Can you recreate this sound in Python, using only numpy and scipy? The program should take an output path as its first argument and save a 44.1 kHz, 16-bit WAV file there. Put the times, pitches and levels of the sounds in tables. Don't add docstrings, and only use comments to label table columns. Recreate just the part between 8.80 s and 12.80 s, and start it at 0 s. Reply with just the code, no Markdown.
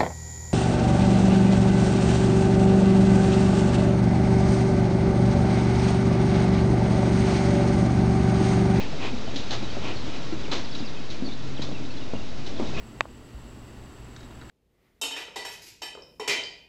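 import sys
import numpy as np
from scipy import signal
from scipy.fft import rfft, irfft, next_fast_len
from scipy.io import wavfile
from scipy.ndimage import map_coordinates

SR = 44100
rng = np.random.default_rng(int(sys.argv[2]) if len(sys.argv) > 2 else 0)


def persist_wave(psi):
    counts = np.round(np.clip(psi, -1, 1) * 32767).astype(np.int16)
    wavfile.write(sys.argv[1], SR, np.atleast_2d(counts).T)


N = 176400


def amp(db):
    return 10 ** (np.asarray(db) / 20)


def unit_rms(x):
    return x / np.sqrt(np.mean(x ** 2) + 1e-20)


def clock():
    return np.arange(N) / SR


def curves(rows):
    time_s, *columns = np.transpose(rows)
    return [np.interp(clock(), time_s, column) for column in columns]


def wobble(rate_hz):
    return map_coordinates(rng.standard_normal(int(N * rate_hz / SR) + 4), [clock() * rate_hz])


def filtered(x, response):
    size = next_fast_len(N + SR // 2)
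    return irfft(rfft(x, size) * response(np.fft.rfftfreq(size, 1 / SR)), size)[:N]


def coloured(x, spectrum):
    freq_hz, gain_db = np.transpose(spectrum)
    return unit_rms(filtered(x, lambda hz: amp(np.interp(np.log(hz + 1), np.log(freq_hz), gain_db))))


def noise(spectrum):
    return coloured(rng.standard_normal(N), spectrum)


def noise_band(centre_hz, width_hz):
    white = rng.standard_normal(N)
    return unit_rms(filtered(white, lambda hz: 1 / (1 + (2 * (hz - centre_hz) / width_hz) ** 2)))


def add(track, start_s, sound):
    part = track[max(round(start_s * SR), 0):][:len(sound)]
    part += sound[:len(part)]


# freq_hz, gain_db
HISS_SPECTRUM = [(400, 2.5), (700, 4.5), (1100, 1.5), (1700, -0.5), (3800, -1.5), (5200, -4.5), (6500, -10),
                 (8000, -20)]
RUMBLE_SPECTRUM = [(28, -23), (38, 1.5), (50, -4), (75, -1.5), (175, -3), (280, -1.5), (420, -8.5),
                   (650, -13.5), (1200, -42.5)]
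# centre_hz, width_hz, level_db
HISS_BANDS = [(1370, 22, -62), (2527, 56, -62.5), (3825, 230, -58.5)]
# time_s, hiss_db, rumble_db
BACKGROUND_LEVELS = [(0, -40, -35.5), (1.4, -40.5, -37.5), (2.2, -43.5, -39.5), (3.7, -44.5, -38.5),
                     (4, -40.5, -35)]


def hiss_and_traffic():
    hiss_db, rumble_db = curves(BACKGROUND_LEVELS)
    hiss = noise(HISS_SPECTRUM) * amp(hiss_db + 0.5 * wobble(40))
    whine = sum(amp(db) * noise_band(hz, width_hz) for hz, width_hz, db in HISS_BANDS)
    rumble = noise(RUMBLE_SPECTRUM) * amp(rumble_db + 0.8 * wobble(15))
    return hiss + whine * amp(hiss_db - hiss_db.mean()) + rumble


# time_s, pitch_hz, level_db
ENGINE_HUM = [(0, 116, -43.5), (.9, 118.8, -41.5), (1.6, 127, -42.5), (2.3, 131.8, -47),
              (2.7, 135.5, -36.5), (3.3, 136, -48), (4, 142, -42)]


def engine():
    pitch_hz, level_db = curves(ENGINE_HUM)
    phase = 2 * np.pi * np.cumsum(pitch_hz * (1 + 0.0094 * wobble(18))) / SR
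    fundamental = np.sin(phase) * amp(2.2 * wobble(14))
    octave = np.sin(2 * phase) * amp(-9 + 1.5 * wobble(13))
    return amp(level_db) * (fundamental + octave)


# freq_hz, gain_db
DRAG_SPECTRUM = [(100, -18), (300, 9), (1000, 1), (1600, -9), (2500, 3), (3300, -3.5), (8000, -27)]
# centre_s, sigma_s, level_db
DRAGS = [(0.015, 0.034, -35.5), (0.255, 0.033, -31), (1.078, 0.04, -33), (1.347, 0.022, -40.5),
         (3.99, 0.019, -33.5)]


def hoof_drags():
    t = clock()
    swell = sum(amp(db) * np.exp(-((t - centre_s) / sigma_s) ** 2 / 2) for centre_s, sigma_s, db in DRAGS)
    return swell * noise(DRAG_SPECTRUM) * amp(0.34 * wobble(90))


# freq_hz, gain_db, t60_s
DECK_MODES = [(133, 2, 0.11), (211, 0.5, 0.25), (325, -3.5, 0.22), (388.6, -8, 0.24), (706, -8, 0.11)]
# freq_hz, gain_db
CLACK_SPECTRUM = [(80, -30), (200, 5.5), (400, 4.5), (900, -2.5), (1500, -19), (8000, -33)]
# start_s, level_db, thud_hz, clack_gain_db
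HOOF_KNOCKS = [(0.125, -25, 148.5, -12), (.131, -26, 646, -8), (.333, -21.5, 240, -14),
               (.478, -25, 665, -9), (0.827, -27.5, 320, -7), (.969, -22, 560, -10),
               (1.128, -28.5, 317, -20), (1.28, -26, 300, -20.5), (1.524, -21, 321, -16.5),
               (1.682, -25, 345, -4), (2.004, -25.5, 290, -16), (2.024, -25.5, 232, -17),
               (2.423, -18.5, 259, -21), (2.479, -26.5, 268, -13), (2.794, -23.5, 282, -7),
               (2.887, -24.5, 287, -9), (2.915, -27.5, 217, -3.5), (3.335, -23, 263, -2.5),
               (3.798, -21.5, 359, 0.5), (3.819, -24.5, 245, -2.5)]


def hoof_knocks():
    attack_s, thud_t60_cycles, spread_octaves = 0.00079, 29.4, 0.63
    clack_t60_s, tail_t60_s = 0.014, 0.32
    push_hz, push_delay_s = 474, 0.001
    out, t = np.zeros(N), clock()[:SR // 3]
    clack_noise = noise(CLACK_SPECTRUM)
    clack_decay = amp(-60 * t / clack_t60_s) + amp(-10.5 - 60 * t / tail_t60_s)
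    attack = 1 - np.exp(-t / attack_s)
    mode_hz, mode_db, t60_s = np.transpose(DECK_MODES)
    u = (np.pi * push_hz * (t - push_delay_s)) ** 2
    rim_push = (1 - 2 * u) * np.exp(-u)
    for start_s, level_db, thud_hz, clack_gain_db in HOOF_KNOCKS:
        detuning = np.log2(mode_hz / thud_hz) / spread_octaves
        weight = amp(mode_db + rng.normal(0, 1.3, len(mode_hz))) / (1 + 2 * detuning ** 2)
        phase = rng.uniform(0, 2 * np.pi, (len(mode_hz), 1))
        modes = np.sin(2 * np.pi * mode_hz[:, None] * t + phase) * amp(-5.5 - 60 * t / t60_s[:, None])
        ring = weight / weight.sum() @ modes
        thud = np.sin(2 * np.pi * thud_hz * t) * amp(-2 - 60 * t * thud_hz / thud_t60_cycles)
        clack = amp(clack_gain_db) * np.roll(clack_noise, rng.integers(N))[:len(t)] * clack_decay
        add(out, start_s, amp(level_db) * (thud + ring + clack) * attack)
        add(out, start_s, amp(level_db + clack_gain_db) * rim_push)
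    return out


# start_s, pitch_hz, level_db
BIRD_PIPS = [(.472, 3200, -41), (.585, 3900, -38), (.832, 4150, -39), (1.16, 4500, -38.5),
             (2.165, 2650, -44), (2.483, 3650, -42), (3.105, 4400, -44), (3.167, 4200, -44.5),
             (3.355, 2880, -42), (3.404, 2880, -42)]
# start_s, length_s, start_hz, end_hz, level_db
BIRD_CHIRPS = [(1.622, .055, 4200, 2050, -42), (2.446, 0.038, 4700, 4200, -41.5),
               (2.508, 0.03, 3300, 4250, -40.5), (2.762, 0.028, 4300, 2500, -39),
               (2.942, 0.045, 2900, 2300, -43), (3.762, .024, 4300, 3050, -42),
               (3.94, .055, 2560, 2530, -39.5)]


def birds():
    pip_s, pip_end_ratio, echo_db, echo_t60_s = 0.018, 0.92, -6, 0.34
    out, waver, flutter = np.zeros(N), wobble(300), wobble(200)
    faint_pips = [(when * (N / SR - 2 * pip_s), 3400 * 2 ** (height - 0.5), -47)
                  for when, height in rng.random(size=(50, 2))]
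    pips = [(start_s, pip_s, hz, hz * pip_end_ratio, db) for start_s, hz, db in BIRD_PIPS + faint_pips]
    falling_run = [(1.835 + k * 0.072, 0.045, 5900, 3200, -44) for k in range(4)]
    for start_s, length_s, start_hz, end_hz, level_db in BIRD_CHIRPS + falling_run + pips:
        progress = np.linspace(0, 1, int(length_s * SR))
        span = slice(int(start_s * SR), int(start_s * SR) + len(progress))
        pitch_hz = start_hz * (end_hz / start_hz) ** progress * (1 + 0.018 * waver[span])
        envelope = amp(level_db + 2.2 * flutter[span]) * np.sqrt(np.abs(np.sin(np.pi * progress)))
        add(out, start_s, envelope * np.sin(2 * np.pi * np.cumsum(pitch_hz) / SR))
    t = clock()[:SR // 2]
    tail = rng.standard_normal(len(t)) * amp(-60 * t / echo_t60_s)
    return out + amp(echo_db) * signal.fftconvolve(out, tail / np.linalg.norm(tail))[:N]


# freq_hz, gain_db
GRIT_SPECTRUM = [(500, -22), (1500, -10.5), (3000, 3.5), (3950, 6.5), (4700, 1), (6500, -4.5), (8500, -24)]
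DECK_SPECTRUM = [(100, -12), (300, 4), (800, 1.5), (1400, -4), (2600, -7.5), (4500, -30)]
# start_s, hold_s, level_db, deck_gain_db
HOOF_SCRAPES = [(0.557, 0.0047, -34.5, -11.5), (0.705, 0.038, -35.5, 1.5), (1.713, 0.04, -33, 1),
                (1.947, 0.0085, -41, -11), (2.3, 0.002, -39.5, -24), (2.816, 0.012, -38, -4.5),
                (3.659, 0.022, -43, -3), (3.864, 0.02, -45.5, -2)]


def hoof_scrapes():
    attack_s, t60_s, squeak_s, grains_per_s = 0.004, 0.3, 0.015, 2400
    grit_env, deck_env, squeak_env = np.zeros((3, N))
    for start_s, hold_s, level_db, deck_gain_db in HOOF_SCRAPES:
        age_s = np.maximum(clock() - start_s, 0)
        release_db = -60 * np.maximum(age_s - hold_s, 0) / t60_s
        stroke = np.minimum(age_s / attack_s, 1) * amp(level_db + release_db)
        squeak_env += stroke * amp(3) * np.exp(-(age_s / squeak_s) ** 2)
        grit_env += stroke
        deck_env += stroke * amp(deck_gain_db)
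    grains = unit_rms((rng.random(N) < grains_per_s / SR) * rng.standard_normal(N))
    grit = grit_env * coloured(grains + rng.standard_normal(N), GRIT_SPECTRUM)
    deck = deck_env * noise(DECK_SPECTRUM)
    judder = amp(wobble(150))
    squeak = squeak_env * noise_band(centre_hz=3950, width_hz=600)
    return (grit + deck) * judder + squeak


def scene():
    hooves = hoof_knocks() + hoof_scrapes() + hoof_drags()
    return (hooves + birds() + hiss_and_traffic() + engine())[None]


def record(dry):
    corner_hz, stop_hz, dc_offset = 8300, 9100, -0.074
    return filtered(dry[0], lambda hz: (hz < stop_hz) / (1 + (hz / corner_hz) ** 36))[None] + dc_offset


dry = scene()
out = record(dry)
persist_wave(out)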